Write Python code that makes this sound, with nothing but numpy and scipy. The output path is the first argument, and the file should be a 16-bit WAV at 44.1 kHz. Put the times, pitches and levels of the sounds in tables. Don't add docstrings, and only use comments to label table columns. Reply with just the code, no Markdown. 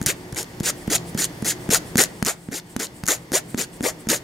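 import sys
import numpy as np
from scipy import signal
from scipy.fft import rfft, irfft, next_fast_len
from scipy.io import wavfile
from scipy.ndimage import uniform_filter1d, map_coordinates

SR = 44100
rng = np.random.default_rng(int(sys.argv[2]) if len(sys.argv) > 2 else 0)


def undo_db(level):
    steps = np.asarray(level, float) / 20
    return 10 ** steps


def transcribe(signal):
    frames = np.atleast_2d(signal).T
    limited = np.clip(frames, -1, 1)
    pcm = np.round(limited * 32767).astype(np.int16)
    wavfile.write(sys.argv[1], SR, pcm)


N = 186763

# [time_s, fan_db]
FAN_LEVEL = [
    (0.0, -39.5),
    (0.4, -38.5),
    (0.87, -37),
    (1.83, -35.5),
    (2.2, -39.5),
    (2.3, -46),
    (2.56, -47),
    (2.71, -44),
    (3.06, -43),
    (4.23, -41),
]
# [freq_hz, density_db]
FAN_RUMBLE = [(15, -37), (25, -13), (107, -9), (166, -5), (199, -7.5), (356, -9), (386, -19.5), (433, -11),
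              (579, -16), (670, -15.5), (1200, -21.5), (1560, -68), (2640, -120)]
# [freq_hz, width_hz, level_db]
FAN_DRONE = [(42.7, 5.3, 0), (124, 7.3, 5), (167.3, 5.4, 6), (301, 10.4, 3.5), (364, 7.4, 10.5)]
# [freq_hz, density_db]
AIR_HISS = [(530, -24), (900, 1), (1030, -10), (1970, 0), (2500, -8.5), (3590, -8), (3860, -14), (4360, -8),
            (16000, -21)]
# [freq_hz, likeness_0_to_1]
AIR_LIKENESS = [(60, 1), (250, 0.97), (600, 0.72), (1500, 0.29), (3300, 0.09), (8000, 0.63), (14000, 1)]
# [freq_hz, lead_rad]
AIR_LEAD = [(100, 0.068), (250, 0.18), (600, 0.28), (1300, 1.2), (2000, 2.7), (3300, 0.63)]
# [freq_hz, t60_s]
ROOM_DECAY = [(200, 0.29), (2000, 0.27), (10000, 0.099)]
# [middle_s, half_length_s, level_db, high_skim_share_0_to_1]
RETURNS = [(0.031, 0.0068, -41, 0.1), (0.192, 0.045, -55, 0.1), (0.518, 0.022, -59, 0.2),
           (0.805, 0.033, -47, 0.3), (1.085, 0.025, -44.5, 0.5), (1.374, .03, -54, 0.8),
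           (1.633, 0.027, -48, 0.3), (1.88, 0.017, -46, 0.6), (2.16, 0.17, -52.5, 0.05),
           (2.445, 0.028, -52.5, 0), (2.712, 0.026, -48.5, 0), (2.975, 0.025, -49, 0.01),
           (3.213, 0.022, -53, 0.4), (3.504, 0.035, -46, 0.15), (3.751, 0.02, -48, 0.2),
           (4.014, 0.018, -48.5, 0.1)]
# [freq_hz, width_hz]
SKIM_BANDS = [(8100, 2600), (9800, 860)]
# [start_s, tick_peak_db, thud_db, thud_hz, flesh_gives_way_ms]
LANDINGS = [(0.0145, -10, -26.5, 203, 1), (0.0622, 3, -29.5, 150, 3.5), (0.325, -15, -32.5, 147, 3),
            (0.601, -9, -24.5, 193, 5), (0.875, -16.5, -23.5, 211, 3.6), (1.1464, -18, -25, 212, 3.4),
            (1.4224, -15.5, -26.5, 219, 2.9), (1.6899, -16, -22, 203, 1.8), (1.956, -7, -20.5, 237.4, 0.5),
            (2.2266, -5.5, -22.5, 210.6, -0.56), (2.4871, -37, -31.5, 220, 0), (2.7644, -8, -27, 249, -0.4),
            (3.0368, -11.5, -31, 175.7, -0.2), (3.3189, -9.5, -29.5, 278, 0.4),
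            (3.5459, -21, -25.5, 250, -0.5), (3.807, -20.5, -27.5, 250, 0.8), (4.07, -24, -28.5, 223, 1)]
# [start_s, entry_db, contact_s, exit_db, liftoff_s]
FILING = [(.063, -26.5, .048, -26, .028), (.360, -31, .056, -33, .035), (0.632, -31.5, .068, -22.5, 0.017),
          (.900, -27, .062, -21.5, 0.019), (1.175, -26, .078, -28, 0.017), (1.446, -26.5, .072, -25, 0.023),
          (1.703, -22, .065, -21, .022), (1.9795, -18, .062, -26, 0.03), (2.255, -26, .055, -30, 0.041),
          (2.514, -38.5, .072, -33.5, 0.02), (2.793, -31, .066, -36, 0.0153),
          (3.078, -23, .062, -27.5, .045), (3.331, -23, .05, -25.5, 0.03), (3.575, -27.5, .066, -34, 0.019),
          (3.832, -29, .065, -31, .035), (4.0874, -22.5, .075, -29.5, 0.033)]
# [start_hz, top_hz, entry_db, exit_db, nail_body_db]
BENDS = [(150, 560, -6, -10, -3), (250, 450, -8.5, -3.5, -2.5), (292.4, 620, -7, -14, -3.5),
         (186.9, 760, -2, -16, -6), (220.1, 520, -6, -21.5, -6.5), (230.5, 600, -5, -24, -6),
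         (204.9, 720, -4.5, -13.5, -5.5), (202.4, 650, 0.5, -12, -4), (151.5, 690, -3.5, -3.5, 0),
         (222, 450, 4.5, -14.5, -4), (250, 560, -0.5, -13, -2.5), (150, 700, -5, -7.5, -2.5),
         (282, 700, 0.5, -12, -2.5), (222.5, 500, -0.5, -14, -3), (242, 640, 4.5, -2.5, -1.5),
         (215.1, 590, -1.5, -8.5, -5)]
CHATTER_DEPTH = [2, 1.5, 2, 3, 2, 2, 2, 8, 7, 1.5, 3, 10, 3, 5, 5, 5]
# [start_s, peak_db]
GRIP_SKIPS = [(0.027, -11.5), (0.0384, -19), (0.346, -15.5), (1.971, 2), (2.249, -3), (3.3269, -7),
              (3.0567, -13), (3.0652, -5), (3.5702, -20), (1.1763, -9), (3.8181, -23), (3.8267, -11.5)]
# [start_s, peak_db]
GRIT_CATCHES = [(0.061, 8), (0.066, 6), (0.4286, -5), (0.6439, -13), (0.9024, -7), (0.957, 3.5),
                (1.4575, -6), (1.2427, 5), (1.252, -4), (1.51, -16), (1.7459, 10.5), (1.9793, 6.5),
                (1.9845, -1), (1.9928, 7), (2.002, 2), (2.0167, 2), (2.0368, 8), (2.2623, -7), (2.2674, 1),
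                (2.2956, -6), (2.2825, -12), (2.799, -5.5), (3.077, -1.5), (3.084, 6), (3.0912, -2),
                (3.1106, -12), (3.1184, 4), (3.3335, -9), (4.088, -2), (4.0997, 3.5)]
# [start_s, peak_db]
TIP_FLICKS = [
    (0.443, -32),
    (0.9807, -25),
    (1.7817, -28),
    (2.058, -28),
    (2.598, -27),
    (2.8677, -25.5),
    (4.161, -23),
]
# [freq_hz, width_hz, level_db]
FLICK_TICK = [(4600, 3400, 1)]
# [freq_hz, density_db]
GRIT_COLOUR = [(1530, -25.5), (2600, -9), (4260, -5.5), (5110, -5), (6000, -3), (6780, -1.5), (7650, -8),
               (9330, -6), (9910, -11.5), (11600, -10), (13700, -17.5), (14900, -19), (16000, -24)]
# [freq_hz, width_hz, level_db]
WEAK_BLADE = [(9760, 1300, -21.5), (11160, 540, -12)]
# [freq_hz, width_hz, level_db]
BLADE_RING = [(6920, 200, 0), (7150, 220, -6), (6650, 240, -8)]
# [freq_hz, width_hz, level_db]
NAIL_BODY = [(1553, 287, 4), (1917, 680, 10)]
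# [freq_hz, likeness_0_to_1]
FILE_LIKENESS = [(250, 0.98), (600, 0.8), (2000, 0.68), (3300, 0.67), (5000, 1), (9000, 0.6), (14000, 0.9)]
# [freq_hz, lean_db]
FILE_LEAN = [(250, -1.1), (600, 3.5), (1300, 2), (2000, 3.5), (5000, -0.6), (9000, 4), (14000, 2.5)]

BEND_LEAD_S = 0.00834
HALVES = np.array([[.5], [-.5]])


def unit(x):
    return x / np.sqrt(np.mean(x ** 2) + 1e-20)


def along(points, hz):
    f, v = np.transpose(points)
    return np.interp(np.log(hz + 1), np.log(f + 1), v)


def curves(rows):
    s, *cols = np.transpose(rows)
    return [np.interp(np.arange(N) / SR, s, c) for c in cols]


def wobble(rate):
    return map_coordinates(rng.standard_normal(N // 8), [np.arange(N) * rate / SR])


def filtered(x, response):
    m = next_fast_len(N + SR // 2)
    return irfft(rfft(x, m) * response(np.fft.rfftfreq(m, 1 / SR)), m)[..., :N]


def modes(table, f):
    return sum(undo_db(db) * 1j * f * w / (c * c - f * f + 1j * f * w) for c, w, db in table)


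def causal(points, hz):
    cepstrum = irfft(np.log(undo_db(along(points, hz))))
    cepstrum[1:len(hz) - 1] *= 2
    cepstrum[len(hz):] = 0
    return np.exp(rfft(cepstrum))


def rush(spectrum, alike):
    def spread(hz):
        turn = np.arccos(np.clip(along(alike, hz), -1, 1)) / 2
        return spectrum(hz) * [np.cos(turn), np.sin(turn)]

    mid, side = filtered(rng.standard_normal((2, N)), spread)
    return unit(np.array([mid + side, mid - side]))


def patchy(x, depth_db):
    z = signal.stft(x, nperseg=256)[2]
    field = uniform_filter1d(rng.standard_normal(z.shape), size=4, axis=0)
    field = uniform_filter1d(field, size=5, axis=1)
    return signal.istft(z * undo_db(depth_db * unit(field)), nperseg=256)[1][:N]


def strike(rows, colour):
    t, out = np.arange(1500) / SR, np.zeros(N + 1500)
    for at, db, t60 in rows:
        swell = undo_db(db - 60 * t / t60) * (1 - np.exp(-t / 0.00039))
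        out[round(at * SR):][:1500] += swell * rng.standard_normal(1500)
    return filtered(out[:N], colour)


def air():
    fan_db, = curves(FAN_LEVEL)
    hiss_db = -51 + 0.9 * (fan_db - fan_db.mean())
    fan = rush(lambda hz: undo_db(along(FAN_RUMBLE, hz)) * (1 + np.abs(modes(FAN_DRONE, hz))), AIR_LIKENESS)
    hiss = rush(lambda hz: undo_db(along(AIR_HISS, hz)), AIR_LIKENESS)
    sway_db = .8 * wobble(6)
    both = undo_db(fan_db + 0.6 + sway_db) * fan + undo_db(hiss_db + 3.5) * hiss
    return filtered(both, lambda hz: np.exp(1j * along(AIR_LEAD, hz) * HALVES))


def room(x):
    hz, t, z = signal.stft(rng.standard_normal((2, SR // 3)), SR, nperseg=256)
    decay = undo_db(-60 * t / along(ROOM_DECAY, hz)[:, None])
    tail = signal.istft(z * decay, SR, nperseg=256)[1]
    late = np.pad(x, (200, 0))[None]
    return signal.fftconvolve(late, tail / np.linalg.norm(tail[0]), axes=1)[:, :N]


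def skim(freq_hz, width_hz):
    def spectrum(hz):
        return modes([(freq_hz, width_hz, 0)], hz) ** 2 + undo_db(-8.5) * modes([(3500, 12000, 0)], hz)

    return rush(spectrum, [(8000, 0.49)])


def swish():
    t = np.arange(N) / SR
    low, high = (skim(*band) for band in SKIM_BANDS)
    puffs = np.zeros((2, N))
    for middle, half, db, share in RETURNS:
        puff = undo_db(db) * np.exp(-((t - middle) / half) ** 2 / 2)
        puffs += puff * np.sqrt([[1 - share], [share]])
    return undo_db(2.0 * wobble(60)) * (puffs[0] * low + puffs[1] * high)


def steel(hz):
    gain = causal(GRIT_COLOUR, hz) * (1 + modes(WEAK_BLADE, hz))
    return gain / np.sqrt(np.mean(np.abs(gain) ** 2))


def ticks(rows, tilt):
    first = [(s, db + 0.5, .006) for s, db, *_ in rows]
    second = [(s + lag_ms / 1000, db - 12.5, .012) for s, db, *_, lag_ms in rows]
    return undo_db(-8.0) * strike(first + second, lambda hz: steel(hz) * (hz / 7000) ** tilt)


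def taps():
    out, t = np.zeros(N + SR), np.arange(2000) / SR
    for s, tick_db, thud_db, hz, lag_ms in LANDINGS:
        knock_db = -2 + 0.32 * tick_db + 0.68 * thud_db - 2 * lag_ms
        swell = undo_db(thud_db + 15.5 - 60 * t / 0.027) * (1 - np.exp(-t / 0.00034))
        dive = 1 + 0.79 * np.exp(-t / 0.0012)
        thud = swell * np.sin(2 * np.pi * hz * t * dive)
        knock = sum(undo_db(knock_db + lift_db - 60 * t / 0.0035) * np.sin(2 * np.pi * f_hz * t)
                    for f_hz, lift_db in [(750, 8.0), (1500, 7.5), (2300, -14)])
        out[round((s + lag_ms / 1000) * SR):][:2000] -= thud + knock
    edge = [row for row in LANDINGS if row[-1] >= 1]
    flat = [row for row in LANDINGS if row[-1] < 1]
    return out[:N] + ticks(edge, tilt=0.46) + ticks(flat, tilt=0.029)


def bending():
    bow = .6
    rows = []
    for (s, _, hold, _, lift), (lo_hz, hi_hz, *_), db in zip(FILING, BENDS, CHATTER_DEPTH):
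        lo, hi = lo_hz ** bow, hi_hz ** bow
        rows += [(s - BEND_LEAD_S, lo, db), (s, lo, db),
                 (s + .9 * hold, hi, db), (s + hold + lift, hi, db)]
    bowed_hz, chatter_db = curves(rows)
    return bowed_hz ** (1 / bow), chatter_db


def stroke_curves():
    attack_s, attack_db = .008, 6.5
    drop_s, drop_db, release_db = 0.0042, 2.5, 26
    rows, touching, t = [], np.zeros(N), np.arange(N) / SR
    for (s, a, hold, b, lift), (*_, bend_a, bend_b, nail) in zip(FILING, BENDS):
        end = s + hold
        rows += [(s, 0, a - attack_db, nail, bend_a), (s + attack_s, 0, a, nail, bend_a),
                 (end, 1, b, nail, bend_b), (end + drop_s, 1, b - drop_db, nail, bend_b),
                 (end + lift, 1, b - release_db, nail, bend_b)]
        touching += (t > s) * (t < end + lift)
    gone, rasp_db, nail_db, bend_db = curves(rows)
    arch_db = 3.5 * np.sin(np.pi * gone ** 0.91)
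    level = uniform_filter1d(touching, size=50) * undo_db(rasp_db + arch_db)
    speed = np.sin(np.pi * gone)
    ring_db = -17 + 11 * gone + 9 * speed
    return level, nail_db - 3 * gone, bend_db + speed, ring_db


def bending_note(phase):
    def shaken(rate, order):
        return wobble(rate) * np.cos(order * phase) + wobble(rate) * np.sin(order * phase)

    pure = np.sin(phase) * undo_db(2.2 * wobble(110))
    return unit(pure + 0.66 * shaken(420, order=1) + 0.36 * shaken(500, order=2))


def catch_colour(hz):
    edge = steel(hz) * (hz / 7000) ** 0.52
    return edge * (1 + undo_db(1.5) * modes(BLADE_RING, hz)) + undo_db(-8) * modes(NAIL_BODY, hz)


def rasp():
    level, nail_db, bend_db, ring_db = stroke_curves()
    bend_hz, chatter_db = bending()
    phase = 2 * np.pi * np.cumsum(bend_hz * (1 + .075 * wobble(150))) / SR
    bend = bending_note(phase)

    load_db = chatter_db * 250 / bend_hz * np.cos(phase) + 1.1 * wobble(300) + 0.64 * wobble(120)
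    load = undo_db(load_db)
    load = load / np.sqrt(uniform_filter1d(load ** 2, size=1500))
    teeth = load * rng.standard_normal((2, N)) * undo_db(1.44 * rng.exponential(size=N))
    grit = unit(patchy(teeth[0], depth_db=2.0))

    bites = [(s, db + 13) for s, db, *_ in FILING]
    catches = [(s, db, 0.0096) for s, db in GRIP_SKIPS + GRIT_CATCHES + bites]
    bright = filtered(level * grit, steel) + undo_db(-13.0) * strike(catches, catch_colour)
    ring = unit(filtered(grit, lambda hz: modes(BLADE_RING, hz)))
    scrape = patchy(0.5 * teeth[0] + 0.99 * teeth[1], depth_db=3.5)
    body = unit(filtered(scrape, lambda hz: modes(NAIL_BODY, hz) * hz / (hz + 900)))

    early = 0.5 * np.roll(level, -round(BEND_LEAD_S * SR))
    drive = np.maximum(level, early) * undo_db(bend_db + 1.0)
    note = filtered(drive * bend, lambda hz: (1j * hz / (1j * hz + 109)) ** 2)
    flicks = strike([(s, db, 0.0096) for s, db in TIP_FLICKS],
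                    lambda hz: undo_db(7.5) * modes(FLICK_TICK, hz) ** 2)
    return bright + flicks + note + level * (undo_db(ring_db - 3.5) * ring + undo_db(nail_db) * body)


def near(x):
    other, hop = np.zeros(N + 3000), 2048
    for i in range(0, N, hop):
        echo = rng.standard_normal(220) * undo_db(-60 * np.arange(220) / SR / 0.0044)
        piece = np.convolve(x[i:i + hop], echo / np.linalg.norm(echo))
        other[i:i + len(piece)] += piece

    def unlike(hz):
        alike = np.clip(along(FILE_LIKENESS, hz), 0, 1)
        return np.sqrt((1 - alike) / (1 + alike))

    side = filtered(other[:N], unlike)
    return filtered(np.array([x + side, x - side]), lambda hz: undo_db(along(FILE_LEAN, hz) * HALVES))


def scene():
    hand = rasp() + taps()
    return near(hand) + undo_db(-16.0) * room(hand) + swish() + air()


def roll_off(x):
    return signal.sosfilt(signal.butter(12, 16990, fs=SR, output="sos"), x)


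def record(dry):
    dry = filtered(dry, lambda hz: (1j * hz / (1j * hz + 22)) ** 2)
    clipped = np.clip(dry, -.86, .86)
    kept = filtered(clipped, lambda hz: .008 * (hz < 17000) + .97 / (1 + (hz / 15830) ** 150))
    return roll_off(kept)


dry = scene()
out = record(dry)
transcribe(out)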